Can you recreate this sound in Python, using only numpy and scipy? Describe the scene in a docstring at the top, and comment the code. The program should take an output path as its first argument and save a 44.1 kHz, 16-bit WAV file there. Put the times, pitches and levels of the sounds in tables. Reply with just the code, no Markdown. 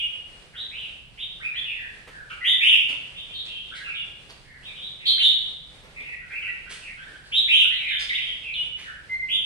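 """Caged bulbuls sing in a bare, echoing room, from a repertoire of seven whistled, warbling syllables.
Each note is a tone whose pitch and strength a fast warble shakes, with overtones and a breathy rasp.
The main phrase is a rising whip answered by an arch; other syllables are strung into chatter around it.
Room noise, a faint rumble and a wavering hiss, lies underneath.
Feet and feathers tick and scuff on the perches and bamboo bars: short grainy noise, some with a knock."""
import sys
import numpy as np
from scipy import signal
from scipy.fft import rfft, irfft, next_fast_len
from scipy.io import wavfile
from scipy.ndimage import map_coordinates

SR = 44100
rng = np.random.default_rng(int(sys.argv[2]) if len(sys.argv) > 2 else 0)


def waveform_to_disk(signal):
    """Save audio, clipped to [-1, 1], as 16-bit WAV at the path in sys.argv[1]."""
    frames = np.transpose(np.atleast_2d(signal))
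    scaled = np.clip(frames, -1, 1) * 32767
    samples = np.round(scaled).astype(np.int16)
    wavfile.write(sys.argv[1], SR, samples)


N = 416744

# Syllable shapes at evenly spaced moments: pitch_ratio and warble_ratio (times the note's own), level_db
# whips up and levels off
WHIP_SHAPE = [(.7, 1.21, -6.5), (.91, 0.9, -2.5), (1, 0.79, 0), (1.02, 0.49, 2)]
# climbs, buzzes at the top, falls: pitch_ratio, warble_ratio, level_db
ARCH_SHAPE = [(0.63, 1.33, -4.5), (0.788, 0.83, -1.5), (0.87, 0.71, 0), (0.974, 0.95, -2.5),
              (1.028, 0.5, -0.5), (1.13, 1.46, -6), (1.008, 0.76, -2.0), (0.942, 0.48, 2.5),
              (0.84, 1.06, 7)]
# nearly level and deeply warbled: pitch_ratio, warble_ratio, level_db
BUZZ_SHAPE = [(1.03, 1.4, 2.5), (0.97, 0.85, -1.5), (1.006, 0.7, -0.5)]
# slides down: pitch_ratio, warble_ratio, level_db
SLUR_SHAPE = [(1.09, 0.87, 0), (1, 0.92, 0), (.92, 0.9, 0)]
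# a clear, nearly level tone: pitch_ratio, warble_ratio, level_db
PIPE_SHAPE = [(1, .9, -1), (.995, 0.65, 0), (1.012, .8, 2)]
# a low, throaty hook: pitch_ratio, warble_ratio, level_db
CHUCK_SHAPE = [(.9, 1, -1), (1.02, .9, 0), (.97, 1, 0)]
# leaps up about an octave and holds the note: pitch_ratio, warble_ratio, level_db
SWOOP_SHAPE = [(0.45, 0.96, -8.5), (0.79, 1.0, -10), (1.024, 0.7, -4.5), (1.0, 0.71, 3),
               (0.997, 0.95, -0.5)]

# The main phrase, a whip answered by an arch: start_s, whip_hz, whip_db, arch_hz, arch_db
PHRASES = [(0.543, 3714, -30.5, 2950, -32), (2.435, 3456, -14.5, 2930, -11.5),
           (7.313, 3655, -15.5, 3060, -12.0)]
WHIP_S, ARCH_AFTER_S, ARCH_S = 0.096, 0.158, 0.168  # the arch is timed from the start of the whip
PHRASE_WARBLE = 0.1  # share of the pitch, before the shape scales it

# Chatter, by syllable: start_s, length_s, pitch_hz, level_db, warble_share (of the pitch, before the shape)
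# rising whips
WHIP_NOTES = [(1.169, 0.088, 3434, -29.5, 0.16), (1.542, 0.068, 3438, -26.0, 0.045),
              (3.139, 0.08, 3393, -33.5, 0.15), (3.279, 0.15, 3625, -32, 0.116),
              (4.617, 0.088, 3620, -38.5, 0.083), (4.726, 0.18, 3620, -34.5, 0.098),
              (6.287, 0.114, 2470, -29.5, 0.13), (8.126, 0.047, 3387, -22.5, 0.14),
              (9.278, 0.097, 3350, -19.5, 0.11)]
# octave leaps: start_s, length_s, pitch_hz, level_db, warble_share
SWOOP_NOTES = [(1.395, 0.093, 2470, -26, 0.055), (5.175, 0.053, 2998, -16, 0.022)]
# deeply warbled notes: start_s, length_s, pitch_hz, level_db, warble_share
BUZZ_NOTES = [(-0.044, 0.045, 3005, -22.5, 0.17), (2.295, 0.049, 2657, -36, 0.15),
              (3.34, 0.072, 4000, -39.5, 0.1), (3.454, 0.17, 3033, -33.5, 0.12),
              (3.632, 0.14, 3360, -42, 0.11), (3.943, 0.051, 3285, -30.0, 0.12),
              (4.987, 0.14, 2450, -39.5, 0.16), (5.062, 0.06, 3886, -13.5, 0.12),
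              (5.216, 0.079, 3638, -12, 0.074), (5.957, 0.062, 2348, -33.5, 0.1),
              (6.02, 0.139, 2424, -35.5, 0.15), (6.414, 0.078, 2594, -28.0, 0.126),
              (6.867, 0.054, 2156, -37, 0.096), (7.739, 0.044, 3820, -31.5, 0.053),
              (7.872, 0.12, 3375, -25, 0.12), (8.092, 0.0062, 3585, -20.5, 0.13),
              (8.175, 0.17, 3237, -29.5, 0.066), (8.536, 0.036, 3340, -25, 0.13)]
# falling slides: start_s, length_s, pitch_hz, level_db, warble_share
SLUR_NOTES = [(0.53, 0.043, 1777, -43, 0.19), (1.644, 0.099, 2684, -28.0, 0.087),
              (1.742, 0.13, 1861, -37.5, 0.081), (2.104, 0.128, 1640, -41, 0.067),
              (3.728, 0.097, 2043, -41.5, 0.095), (3.83, 0.11, 2570, -31, 0.078),
              (4.438, 0.172, 1910, -48, 0.14), (4.645, 0.083, 2497, -40.0, 0.062),
              (5.055, 0.014, 3585, -19.5, 0.1), (6.806, 0.103, 2603, -39, 0.083),
              (7.772, 0.176, 2340, -28, 0.11), (8.093, 0.023, 2152, -20.5, 0.048),
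              (8.168, 0.032, 2504, -24.5, 0.13), (8.424, 0.11, 2540, -30.5, 0.068),
              (8.839, 0.087, 1660, -36.5, 0.12)]
# clear tones: start_s, length_s, pitch_hz, level_db, warble_share
PIPE_NOTES = [(.005, 0.054, 2870, -24.5, 0.011), (2.404, 0.075, 1996, -25.5, .05),
              (3.8, 0.049, 1640, -38.5, .025), (3.976, .035, 2835, -28.5, .015),
              (5.052, 0.06, 3167, -20.5, .02), (6.115, .033, 1940, -33.5, .03),
              (6.472, 0.0386, 1948, -29.5, 0.032), (8.553, 0.089, 2930, -25.5, 0.022),
              (9.09, 0.07, 2077, -24, .01), (9.325, .06, 3440, -27.5, 0.021)]
# throaty hooks, sharing one warble: start_s, length_s, pitch_hz, level_db
CHUCK_NOTES = [(1.415, 0.028, 1443, -44), (1.531, 0.062, 1956, -37.5), (2.3, 0.024, 1430, -33),
               (3.71, 0.042, 1520, -36.5), (3.865, 0.026, 1380, -40), (6.182, 0.097, 1494, -50),
               (6.298, 0.055, 1600, -43.5), (6.42, .061, 1498, -44), (6.658, .038, 1532, -42.5),
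               (6.963, .057, 1542, -40), (7.012, 0.043, 1700, -39.5), (7.142, 0.037, 1600, -42),
               (7.636, 0.022, 1530, -36.5), (7.704, .045, 1990, -31.5), (7.896, 0.051, 1726, -31)]
CHUCK_WARBLE = 0.075  # share of the pitch, before the shape scales it
CHUCK_OCTAVE_DB = -10  # a chuck's second harmonic, against its first

# Overtones of a loud note, before they are coloured: pitch_multiple, level_db
OVERTONES = [(2, -32), (3, -35), (4, -42)]
# The colour on overtones and rasp, dipping near 5.5 kHz and peaking near 9.6 kHz: frequency_hz, gain_db
EDGE_COLOUR = [(1000, -5.5), (4500, 1.5), (5500, -8), (7000, -4), (8200, -3), (9600, 6), (11000, -2), (12500, -7),
               (15000, -19)]
# The room's decay: frequency_hz, t60_s
ROOM_DECAY = [(300, 0.49), (1500, 0.89), (3000, 0.75), (4500, 0.79), (9000, 0.58), (15000, 0.2)]

# Spectrum of the room's rumble: frequency_hz, relative level_db (per Hz)
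RUMBLE = [(15, -18), (25, 3.5), (55, 0), (90, -6.5), (140, -3.5), (250, -15.5), (500, -46)]
# Spectrum of the room's hiss: frequency_hz, relative level_db (per Hz)
HISS = [(100, -21), (250, -1.5), (500, 1), (1000, -4.5), (2500, -1.5), (4500, -6.5), (6500, -15.5),
        (9200, -11), (12000, -33), (15000, -42.5)]
RUMBLE_DB, HISS_DB = -54.5, -55
# How alike the room noise is at left and right: frequency_hz, likeness (0 to 1)
ALIKE = [(30, 0.38), (120, 0.91), (300, 0.72), (600, 0.56), (1500, 0.035), (10000, 0.076)]

# Feet and feathers on the cage: start_s, scuff_db, knock_db (on the perch), length_s, bar_hz (the rubbed bar)
SCUFFS = [(2.071, -49, -49.5, 0.02, 1790), (2.295, -49, -69, 0.038, 3020), (2.885, -36.5, -46, 0.025, 2610),
          (3.45, -44.5, -60, 0.023, 4180), (3.744, -42.5, -67, 0.038, 3930), (4.29, -47, -52, 0.022, 4660),
          (5.825, -54.5, -56, 0.044, 2010), (5.996, -51.5, -55.5, 0.029, 3420),
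          (6.693, -39.5, -56.5, 0.044, 8670), (7.229, -56, -70, 0.07, 4560), (7.989, -35, -58, 0.038, 4980),
          (8.767, -45.5, -61.5, 0.067, 2200)]
# Spectrum of the scrape: frequency_hz, relative level_db (per Hz)
SCRAPE = [(700, -13.5), (1500, 3.5), (3000, 10.5), (5000, 0), (7000, -4), (9500, -3.5), (12000, -21.5),
          (15000, -31)]
# Spectrum of the perch knock: frequency_hz, relative level_db (per Hz)
PERCH = [(120, -24.5), (250, -7.5), (400, -5.5), (700, -8), (1400, -10), (3000, -36)]
SETTLE_DB, SETTLE_S = -18, 0.39  # rustle after each scuff: level under the stroke, decay time constant

TOP_HZ = 15200  # the microphone's band limit


def amp(db):
    """Decibels to gain."""
    return 10 ** (np.asarray(db) / 20)


def unit(x):
    """x at rms 1."""
    return x / np.sqrt(np.mean(x ** 2) + 1e-20)


def along(points, hz):
    """(Hz, value) points read on a log frequency axis."""
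    f, v = np.transpose(points)
    return np.interp(np.log(hz + 1), np.log(f + 1), v)


def wobble(size, rate):
    """A smooth random curve, rate knots a second."""
    knots = rng.standard_normal(int(size * rate / SR) + 4)
    return map_coordinates(knots, [np.arange(size) * rate / SR])


def filtered(x, response):
    """x shaped by a response of frequency."""
    n = x.shape[-1]
    m = next_fast_len(n + 4096)
    spectrum = rfft(x, m) * response(np.fft.rfftfreq(m, 1 / SR))
    return irfft(spectrum, m)[..., :n]


def coloured(x, spectrum):
    """x given a (Hz, dB) spectrum, at rms 1."""
    return unit(filtered(x, lambda hz: amp(along(spectrum, hz))))


def add(out, s, x):
    """Mix x into out from time s; a sound may be under way at time zero."""
    start = round(s * SR)
    x, start = x[:, max(-start, 0):], max(start, 0)
    out[:, start:start + x.shape[1]] += x[:, :N - start]


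def syllables():
    """Everything sung, as (shape, start_s, length_s, pitch_hz, level_db, warble_share)."""
    chatter = [(WHIP_SHAPE, WHIP_NOTES), (SWOOP_SHAPE, SWOOP_NOTES), (BUZZ_SHAPE, BUZZ_NOTES),
               (SLUR_SHAPE, SLUR_NOTES), (PIPE_SHAPE, PIPE_NOTES)]
    notes = [(shape, *row) for shape, rows in chatter for row in rows]
    notes += [(CHUCK_SHAPE, *row, CHUCK_WARBLE) for row in CHUCK_NOTES]
    for s, whip_hz, whip_db, arch_hz, arch_db in PHRASES:
        notes.append((WHIP_SHAPE, s, WHIP_S, whip_hz, whip_db, PHRASE_WARBLE))
        notes.append((ARCH_SHAPE, s + ARCH_AFTER_S, ARCH_S, arch_hz, arch_db, PHRASE_WARBLE))
    return notes


def whistle(shape, length_s, pitch_hz, warble_share, bright, warble_hz=110, scallop=0.14, flutter=0.13,
            throb=0.036, late=1.34, rasp_db=-37):
    """One note: a tone follows its syllable's shape while a fast warble shakes its pitch and strength."""
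    n = max(round(length_s * SR), 64)
    u = np.arange(n) / n  # progress through the note
    moments = np.linspace(0, 1, len(shape))
    glide, depth, level_db = (np.interp(u, moments, column) for column in np.transpose(shape))

    depth_hz = pitch_hz * warble_share * depth
    uneven_hz = warble_hz * (1 + 0.146 * wobble(n, 59.15))
    cycle = 2 * np.pi * (rng.random() + np.cumsum(uneven_hz) / SR)
    warble = np.sin(cycle) + scallop * np.cos(2 * cycle)  # the pitch dwells at the top and dips quickly
    moving_hz = pitch_hz * glide + depth_hz * (warble + flutter * wobble(n, 397))
    phase = 2 * np.pi * np.cumsum(moving_hz) / SR

    tone = np.sin(phase)
    overtones = sum(amp(db) * np.sin(k * phase) for k, db in OVERTONES)
    rasp = amp(rasp_db) * rng.standard_normal(n)  # air turbulence in the syrinx
    edge = bright * filtered(overtones + rasp, lambda hz: amp(along(EDGE_COLOUR, hz)))
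    # a chuck is low enough for the throat to pass its octave
    octave = amp(CHUCK_OCTAVE_DB) * np.sin(2 * phase) if shape is CHUCK_SHAPE else 0

    pressure = np.abs(np.sin(np.pi * u ** late)) ** 0.5  # peaks past the middle of the note
    swell = pressure * signal.windows.tukey(n, 0.2)
    buzz = 1 + throb * np.tanh(depth_hz / 150) * warble  # the shallower the warble, the less it throbs
    return swell * amp(level_db) * unit((tone + octave + edge) * buzz)


def room_tails(count=12, build_s=0.0038, early_db=3, early_s=0.016):
    """Random stereo echoes of one room: decaying noise, strengthened at its start."""
    noise = rng.standard_normal((count, 2, SR))
    hz, t, bins = signal.stft(noise, SR, nperseg=256)
    decay = amp(-60 * t / along(ROOM_DECAY, hz)[:, None])
    tails = signal.istft(bins * decay, SR, nperseg=256)[1]
    t = np.arange(tails.shape[-1]) / SR
    build = 1 - np.exp(-t / build_s)
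    early = amp(early_db * np.exp(-t / early_s))
    return tails * build * early


def in_room(x, tails, direct_db):
    """A random echo at the sound's own energy, plus direct sound reaching the two ports slightly apart."""
    wet = signal.fftconvolve(x[None], tails[rng.integers(len(tails))], axes=1)
    wet *= np.linalg.norm(x) / np.linalg.norm(wet, axis=1, keepdims=True)
    for port, lag in enumerate(rng.integers(0, 24, size=2)):  # lag in samples
        wet[port, lag:lag + len(x)] += amp(direct_db) * x
    return wet


def song(tails, loud_db=-14, brightening=0.25):
    """Harder notes are richer in overtones; each takes one of a few random room echoes."""
    out = np.zeros((2, N))
    for shape, s, length_s, pitch_hz, level_db, warble_share in syllables():
        bright = amp(brightening * (level_db - loud_db))
        note = whistle(shape, length_s, pitch_hz, warble_share, bright)
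        add(out, s, amp(level_db) * in_room(note, tails, direct_db=-4.5))
    return out


def stereo_noise(spectrum):
    """Noise of rms 1; its ports are most alike near 120 Hz, less in the deepest bass, hardly in the treble."""
    def turn(hz):
        return np.arccos(np.clip(along(ALIKE, hz), -1, 1)) / 2

    def mid_side(hz):
        return amp(along(spectrum, hz)) * [np.cos(turn(hz)), np.sin(turn(hz))]

    mid, side = filtered(rng.standard_normal((2, N)), mid_side)
    return unit(np.array([mid + side, mid - side]))


def room_noise(drift_db=2):
    """A steady rumble of low noise under a hiss whose level wavers a little."""
    rumble = amp(RUMBLE_DB) * stereo_noise(RUMBLE)
    hiss_level = amp(HISS_DB + drift_db * wobble(N, 13))
    return rumble + hiss_level * stereo_noise(HISS)


def scuff(scuff_db, knock_db, length_s, bar_hz, grain_db=3, bar_db=10, bar_width_hz=500):
    """Claws and feathers make a short grainy scrape that rings a bar; a landing also knocks the perch."""
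    t = np.arange(SR // 2) / SR
    stroke = t / length_s * np.exp(1 - 2 * t / length_s) * 2  # peaks at half its length
    # feathers go on rustling
    stroke += amp(SETTLE_DB) * np.exp(-t / SETTLE_S) * signal.windows.tukey(len(t), 0.2)
    grains = rng.standard_normal(len(t)) * amp(grain_db * wobble(len(t), 900))
    # the bar's resonance
    grains = filtered(grains, lambda hz: amp(bar_db / (1 + ((hz - bar_hz) / bar_width_hz) ** 2)))
    scrape = amp(scuff_db) * coloured(grains, SCRAPE)
    knock = amp(knock_db) * coloured(rng.standard_normal(len(t)), PERCH)
    return stroke * (scrape + knock)


def cage(tails, count=36, fidget_db=-62, tap_db=-66, tick_s=0.01, bar_hz=3500):
    """The listed hops, and faint ticks at random times from birds fidgeting on their perches."""
    out = np.zeros((2, N))
    starts = rng.uniform(0, N / SR, count)
    spreads = rng.standard_normal((count, 2))
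    fidgets = [(s, fidget_db, tap_db, tick_s * np.exp(0.5 * a), bar_hz * np.exp(0.5 * b))
               for s, (a, b) in zip(starts, spreads)]
    for s, *contact in SCUFFS + fidgets:
        add(out, s, in_room(scuff(*contact), tails, direct_db=0.5))
    return out


def scene(lean_db=0.78):
    """Birds, room and cage, a little stronger on the right."""
    tails = room_tails()
    mix = song(tails) + room_noise() + cage(tails)
    return mix * amp([[-lean_db], [lean_db]])


def record(dry):
    """The microphone keeps nothing above its band limit."""
    return filtered(dry, lambda hz: hz < TOP_HZ)


dry = scene()
out = record(dry)
waveform_to_disk(out)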